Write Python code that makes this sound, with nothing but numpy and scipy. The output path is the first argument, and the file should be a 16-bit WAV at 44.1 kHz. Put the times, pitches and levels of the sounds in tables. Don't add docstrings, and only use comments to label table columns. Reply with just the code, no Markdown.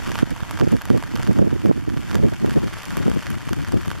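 import sys
import numpy as np
from scipy import signal
from scipy.fft import rfft, irfft
from scipy.io import wavfile
from scipy.ndimage import uniform_filter1d, minimum_filter1d

SR = 44100
rng = np.random.default_rng(int(sys.argv[2]) if len(sys.argv) > 2 else 0)


def pcm_store(signal):
    levels = np.round(np.clip(np.atleast_2d(signal), -1, 1) * 32767)
    wavfile.write(sys.argv[1], SR, levels.astype(np.int16).T)


N = 176400


def amp(db):
    return 10 ** (np.asarray(db) / 20)


def unit_rms(x):
    return x / np.sqrt(np.mean(x ** 2) + 1e-20)


def curve(points):
    return np.interp(np.arange(N) / SR, *np.transpose(points))


def at_hz(points, hz):
    f, value = np.transpose(points)
    return np.interp(np.log(hz + 1), np.log(f + 1), value)


def colour(x, spectrum):
    hz = np.fft.rfftfreq(x.shape[-1], 1 / SR)
    return irfft(rfft(x) * amp(at_hz(spectrum, hz)), x.shape[-1])


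def low_cut(x, hz):
    return signal.sosfilt(signal.butter(2, hz, "high", fs=SR, output="sos"), x)


def slow_noise(first_samples, second_samples):
    return unit_rms(uniform_filter1d(uniform_filter1d(rng.standard_normal(N), first_samples),
                                     second_samples))


def add(mix, start_s, sound):
    part = mix[:, max(round(start_s * SR), 0):][:, :sound.shape[1]]
    part += sound[:, :part.shape[1]]


def scatter(starts_s, sounds, pan_db):
    out = np.zeros((2, N))
    panned = sounds * amp(pan_db[:, None, None] * np.array([[.5], [-.5]]))
    for start_s, sound in zip(starts_s, panned):
        add(out, start_s, sound)
    return out


def ticks(count, spectrum, decay_s, correlation, samples=256):
    a, b = colour(rng.standard_normal((2, count, samples)), spectrum)
    fade = np.exp(-np.arange(samples) / SR / decay_s)
    burst = np.stack([a, correlation * a + np.sqrt(1 - correlation ** 2) * b], axis=1) * fade
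    return burst * np.sqrt(np.mean(fade ** 2) / np.mean(burst ** 2, axis=(1, 2), keepdims=True))


# frequency in Hz, relative density in dB.
WASH_SPECTRUM = [(30,9.5),(120,10.5),(400,-5.5),(800,1.5),(1300,3.5),(2200,0.5),(3400,-2.5),(5000,-9),(7300,-7.5),(9000,-13.5),(13000,-14)]
# frequency in Hz, left-right correlation.
WASH_CORRELATION = [(100,0.96),(1200,0.41),(3400,0.39),(5500,0.17),(7500,-0.51),(9000,-0.84),(13000,-0.5)]


def wash(level_db=-39.5, flicker_db=1.0):
    a, b = rfft(rng.standard_normal((2, N)))
    correlation = at_hz(WASH_CORRELATION, np.fft.rfftfreq(N, 1 / SR))
    noise = irfft(np.array([a, correlation * a + np.sqrt(1 - correlation ** 2) * b]), N)
    hiss = unit_rms(colour(noise, WASH_SPECTRUM))
    return hiss * amp(level_db + flicker_db * slow_noise(900, 400))


# frequency in Hz, relative density in dB.
SPRAY_SPECTRUM = [(500,-22),(2000,-3),(4000,0),(7000,0),(9000,-2),(13000,-2.5)]


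def spray(per_s=150, candidates=1000, floor_db=-42.5, spread_db=5, range_db=13, pan_spread_db=4):
    when, chance, size_draw = rng.random((3, candidates))
    pan_db = pan_spread_db * rng.standard_normal(candidates)
    level_db = floor_db + np.minimum(-spread_db * np.log(size_draw), range_db)
    sounds = ticks(candidates, SPRAY_SPECTRUM, decay_s=.0002, correlation=0)
    sounds *= amp(level_db)[:, None, None]
    lands = chance < per_s * N / SR / candidates
    return scatter(when[lands] * N / SR, sounds[lands], pan_db[lands])


# frequency in Hz, relative density in dB.
SPLASH_SPECTRUM = [(300,-25),(1500,-2),(3000,1.5),(5000,-1.5),(7300,-1.5),(9000,-4),(13000,-4)]
TAP_GAIN_DB, SPLASH_GAIN_DB = 6, 4
TAP_DECAY_CYCLES, UPPER_MODE_RATIO, UPPER_MODE_DB = .64, 2.06, -4.5


def impacts(tap_db, pitch_hz, splash_db, samples=256):
    def mode(cycles):
        return -np.sin(2 * np.pi * cycles) * np.exp(-cycles / TAP_DECAY_CYCLES)

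    cycles = pitch_hz[:, None, None] * np.arange(samples) / SR
    attack = 1 - np.exp(-4 * cycles)
    tap = mode(cycles) * attack + amp(UPPER_MODE_DB) * mode(cycles * UPPER_MODE_RATIO)
    tap *= 2 * amp(tap_db + TAP_GAIN_DB)[:, None, None]
    splash = ticks(len(pitch_hz), SPLASH_SPECTRUM, decay_s=.00055, correlation=.65)
    return tap + amp(splash_db + SPLASH_GAIN_DB)[:, None, None] * splash


PATTER_HZ, PATTER_SPREAD_OCTAVES = 1666, .54
PATTER_SPLASH_DB, PATTER_SPLASH_SPREAD_DB = -14, 3


def patter(per_s=400, candidates=2400, floor_db=-41, spread_db=5.4, range_db=10.5, pan_spread_db=3):
    when, chance, size_draw = rng.random((3, candidates))
    pitch, wetness, pan = rng.standard_normal((3, candidates))
    tap_db = floor_db + np.minimum(-spread_db * np.log(size_draw), range_db)
    splash_db = tap_db + PATTER_SPLASH_DB + PATTER_SPLASH_SPREAD_DB * wetness
    sounds = impacts(tap_db, PATTER_HZ * 2 ** (PATTER_SPREAD_OCTAVES * pitch), splash_db)
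    lands = chance < per_s * N / SR / candidates
    return scatter(when[lands] * N / SR, sounds[lands], pan_spread_db * pan[lands])


def canopy(hits, ring_db=-13, t60_s=.03, rise_s=.00089, samples=3000):
    t = np.arange(samples) / SR
    noise = rng.standard_normal((3, samples))
    tail = (noise[:2] + noise[2]) * amp(-60 * t / t60_s) * np.minimum(t / rise_s, 1)
    ring = signal.oaconvolve(hits, tail / np.linalg.norm(tail[0]), axes=1)[:, :N]
    return low_cut(hits + amp(ring_db) * ring, hz=480)


# time in seconds, level in dB.
BREEZE_LEVEL = [(0,-24.5),(.4,-35.5),(.72,-22),(.82,-36),(.98,-19.5),(1.08,-34),(1.38,-20.5),(1.6,-24),(2.04,-28.5),(2.22,-17),(2.36,-29),(2.55,-22.5),(2.8,-38.5),(3.05,-19),(3.25,-35),(3.42,-38.5),(3.78,-22.5),(3.85,-31.5),(4,-33)]
# centre in seconds, length in seconds, level in dB.
WIND_BUFFETS = [(0.053, 0.0094, -33), (0.233, 0.014, -14), (0.32, 0.025, -19), (0.428, 0.0051, -16),
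                (0.612, 0.0079, -12), (0.629, 0.04, -12.5), (0.675, 0.0074, -12), (0.738, 0.036, -11.5),
                (0.911, 0.018, -8), (0.945, 0.027, -11), (1.152, 0.032, -19.5), (1.199, 0.026, -21),
                (1.297, 0.044, -14.5), (1.394, 0.014, -7.5), (1.422, 0.021, -9.5), (1.503, 0.0083, -26),
                (1.531, 0.014, -13), (1.559, 0.027, -19), (1.66, 0.013, -13), (1.673, 0.0083, -12),
                (1.697, 0.03, -12), (1.776, 0.023, -24.5), (1.882, 0.014, -16.5), (1.942, 0.016, -18.5),
                (1.972, 0.013, -18), (2.1, 0.011, -22.5), (2.161, 0.034, -16), (2.226, 0.011, -33),
                (2.247, 0.031, -10.5), (2.275, 0.023, -31), (2.326, 0.01, -14.5), (2.443, 0.039, -16.5),
                (2.483, 0.026, -17), (2.571, 0.024, -9), (2.639, 0.02, -19), (2.664, 0.042, -21.5),
                (2.976, 0.013, -17.5), (3.008, 0.02, -18), (3.03, 0.0065, -27), (3.063, 0.0094, -11),
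                (3.081, 0.015, -13), (3.117, 0.0071, -17.5), (3.169, 0.021, -16.5), (3.317, 0.072, -22),
                (3.369, 0.017, -23), (3.474, 0.011, -20.5), (3.513, 0.016, -17), (3.531, 0.013, -17.5),
                (3.592, 0.054, -21.5), (3.74, 0.013, -12.5), (3.762, 0.043, -16), (3.881, 0.016, -17)]
# frequency in Hz, relative density in dB.
SOFT_SPECTRUM = [(15,-40),(40,-2),(90,8),(200,0),(350,-5.5),(500,-27),(800,-62),(1500,-45),(4000,-48.5)]
HARD_SPECTRUM = [(15,-15),(40,-7.5),(90,0.5),(200,3),(350,-3),(500,-10.5),(750,-21.5),(1100,-49),(2000,-54),(5000,-79)]
# time in seconds, left minus right in dB.
WIND_BALANCE = [(0,-3.5),(1,-2.5),(2,-3),(3,2.5),(4,2.5)]
# frequency in Hz, dB relative to the shared push.
SIDE_TURBULENCE = [(60,-19),(250,-17.5),(500,-12),(900,-7),(2000,-3)]


def wind(soft_db=-24, hard_db=-16, lump_db=4.5, lump_s=.02, steady_s=.0139, skew=.1):
    t = np.arange(N) / SR
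    span = int(lump_s * SR)
    lumps = np.minimum(slow_noise(span, span // 2), 1)
    power = amp(curve(BREEZE_LEVEL) + lump_db * lumps) ** 2
    for centre_s, length_s, db in WIND_BUFFETS:
        power += amp(db) ** 2 * np.exp(-np.log(4) * (2 * (t - centre_s) / length_s) ** 2)
    hardness = np.clip((10 * np.log10(power) - soft_db) / (hard_db - soft_db), 0, 1)
    air = rng.standard_normal((3, N))
    soft, hard = unit_rms(colour(air, SOFT_SPECTRUM)), unit_rms(colour(air, HARD_SPECTRUM))
    eddies = (1 - hardness) * soft + hardness * hard
    eddies /= np.sqrt(uniform_filter1d(eddies ** 2, int(steady_s * SR)) + .0066)
    push = eddies[0] + skew * (eddies[0] ** 2 - 1)
    lean = amp(curve(WIND_BALANCE) / 2)
    sides = np.array([-lean * push, push / lean])
    pressure = np.sqrt(power) * (sides + colour(eddies[1:], SIDE_TURBULENCE))
    return low_cut(pressure, hz=32.7)


# start in seconds, relative tap level in dB, pitch in Hz,
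# relative splash level in dB.
CLOSE_DROPS = [(0.0652, -27, 1490, -44), (0.0855, -26.5, 1290, -51), (0.094, -27, 1430, -45),
               (0.118, -24.5, 884, -28), (0.149, -26, 1350, -34), (0.1554, -19, 1130, -28.5),
               (0.178, -24.5, 1270, -39), (0.1892, -19, 1430, -32), (0.1966, -27, 1570, -37),
               (0.306, -47, 1330, -30), (0.364, -31, 1230, -38), (0.4048, -28, 1340, -35),
               (0.434, -27, 1370, -42), (0.5104, -23.5, 1150, -26.5), (0.5173, -35, 1130, -38),
               (0.557, -32, 1490, -47), (0.574, -25, 1510, -37), (0.5897, -23.5, 1150, -32),
               (0.5985, -22.5, 1070, -29), (0.6123, -18, 1440, -45), (0.7128, -30, 1480, -47),
               (0.7195, -43, 1820, -27.5), (0.724, -26.5, 985, -45), (0.7672, -28, 1740, -37),
               (0.8135, -27.5, 1440, -48), (0.8184, -28, 1350, -27.5), (0.8544, -26, 1450, -28),
               (0.902, -19, 1330, -28.5), (0.976, -27.5, 1160, -29.5), (1.0258, -22, 970, -32),
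               (1.0374, -25, 1530, -35), (1.1563, -29, 2030, -26.5), (1.162, -23.5, 1230, -31),
               (1.174, -29.5, 1340, -40), (1.2265, -30, 1370, -35), (1.2318, -24, 1680, -28),
               (1.2674, -26, 1240, -44), (1.2745, -24, 1660, -34), (1.331, -45, 1280, -32),
               (1.388, -25.5, 1290, -36), (1.6588, -25, 1300, -35), (1.8994, -27.5, 1610, -53),
               (1.9727, -27, 1440, -41), (2.1127, -23.5, 1310, -31), (2.1455, -24.5, 1990, -34),
               (2.1548, -19.5, 1580, -27.5), (2.337, -32.5, 1560, -36), (2.462, -26.5, 1390, -35),
               (2.4967, -28, 1490, -37), (2.5087, -27, 1480, -30), (2.5307, -38, 1290, -37),
               (2.6766, -29, 2000, -41), (2.7385, -29, 1260, -34), (2.785, -39, 1330, -30),
               (2.8326, -40, 1580, -30.5), (2.8548, -35, 1250, -28.5), (2.9066, -25, 1710, -37),
               (2.919, -28.5, 1250, -37), (2.9701, -23.5, 1260, -24.5), (3.0981, -34, 1400, -31),
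               (3.1155, -24, 1350, -44), (3.227, -29, 1590, -32), (3.2679, -21.5, 1890, -36),
               (3.3036, -26, 1650, -27), (3.4165, -41, 1300, -51), (3.4876, -27, 1430, -53),
               (3.492, -25.5, 1170, -30), (3.5318, -22.5, 1500, -28.5), (3.6478, -25, 1700, -35),
               (3.6857, -29.5, 1510, -32), (3.722, -27.5, 1010, -29.5), (3.8581, -30, 1090, -33),
               (3.8806, -28.5, 1130, -30.5), (3.9039, -22.5, 1670, -34), (3.9149, -20.5, 1330, -31)]


def close_drops(pan_db=-3.5):
    starts_s, tap_db, pitch_hz, splash_db = np.transpose(CLOSE_DROPS)
    return scatter(starts_s, impacts(tap_db, pitch_hz, splash_db), np.full(len(starts_s), pan_db))


# centre in seconds, level in dB, pitch in Hz.
WIND_KNOCKS = [(0.2311,4.5,220),(0.608,-7,287),(0.629,0,250),(0.671,-6,275),(0.741,-15,287),(0.904,-6,315),(0.948,-2,219),(1.296,1,174),(1.311,-4.5,370),
               (1.392,-2.5,320),(1.427,-2,263),(1.473,-6.5,275),(1.652,-2.5,228),(1.697,-2.5,255),(1.7136,3,360),(2.447,-1,307),(3.081,0,338)]


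def wind_knocks(width_cycles=.6, left_db=-3.5, samples=500):
    out = np.zeros((2, N))
    for centre_s, db, pitch_hz in WIND_KNOCKS:
        cycles = pitch_hz * (np.arange(samples) - samples / 2) / SR
        window = np.exp(-(cycles / width_cycles) ** 2)
        pulse = -np.tanh(10 * cycles) * np.cos(np.pi * cycles) * window
        add(out, centre_s - samples / 2 / SR, amp(db) * np.array([-amp(left_db) * pulse, pulse]))
    return out


# time in seconds, level in dB (unity gain at DUCKING_UNITY_DB).
RAIN_DUCKING = [(0,-43),(.2,-40.5),(.25,-46.5),(.6,-44.5),(.66,-46.5),(1.1,-46.5),(1.2,-43.5),(1.44,-48.5),(1.66,-48),(1.73,-51),(1.92,-49.5),(2.12,-45),(2.28,-47),(2.5,-45.5),(3.05,-42.5),(3.38,-46),(4,-46)]
DUCKING_UNITY_DB = -43


def scene():
    ducking = amp(curve(RAIN_DUCKING) - DUCKING_UNITY_DB)
    buffeting = wind() + wind_knocks()
    background = ducking * (wash() + spray())
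    return buffeting + background + canopy(close_drops() + ducking * patter())


# centre in Hz, half-width in Hz, gain in dB.
RESPONSE_DIPS = [(3963,91,-14.5),(8100,25,-24)]
# frequency in Hz, gain in dB.
TREBLE_ROLLOFF = [(13000,0),(13700,-4),(14300,-13),(15000,-25),(16000,-36)]


def record(dry, limit_db=-.5, recovery_db_per_s=150, edge_hz=15700):
    over_db = np.maximum(20 * np.log10(abs(dry).max(0) + 1e-9) - limit_db, 0)
    recovery_db = np.arange(N) / SR * recovery_db_per_s
    held_db = np.maximum.accumulate(over_db + recovery_db) - recovery_db
    limited = dry * amp(uniform_filter1d(minimum_filter1d(-held_db, size=41), size=41))
    hz = np.fft.rfftfreq(N, 1 / SR)
    dips_db = sum(db / (1 + ((hz - centre) / width) ** 2) for centre, width, db in RESPONSE_DIPS)
    coloured = irfft(rfft(limited) * amp(dips_db + at_hz(TREBLE_ROLLOFF, hz)), N)
    low_pass = signal.firwin(511, edge_hz, window=("kaiser", 9), fs=SR)
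    return signal.oaconvolve(coloured, low_pass[None], "same")


dry = scene()
out = record(dry)
pcm_store(out)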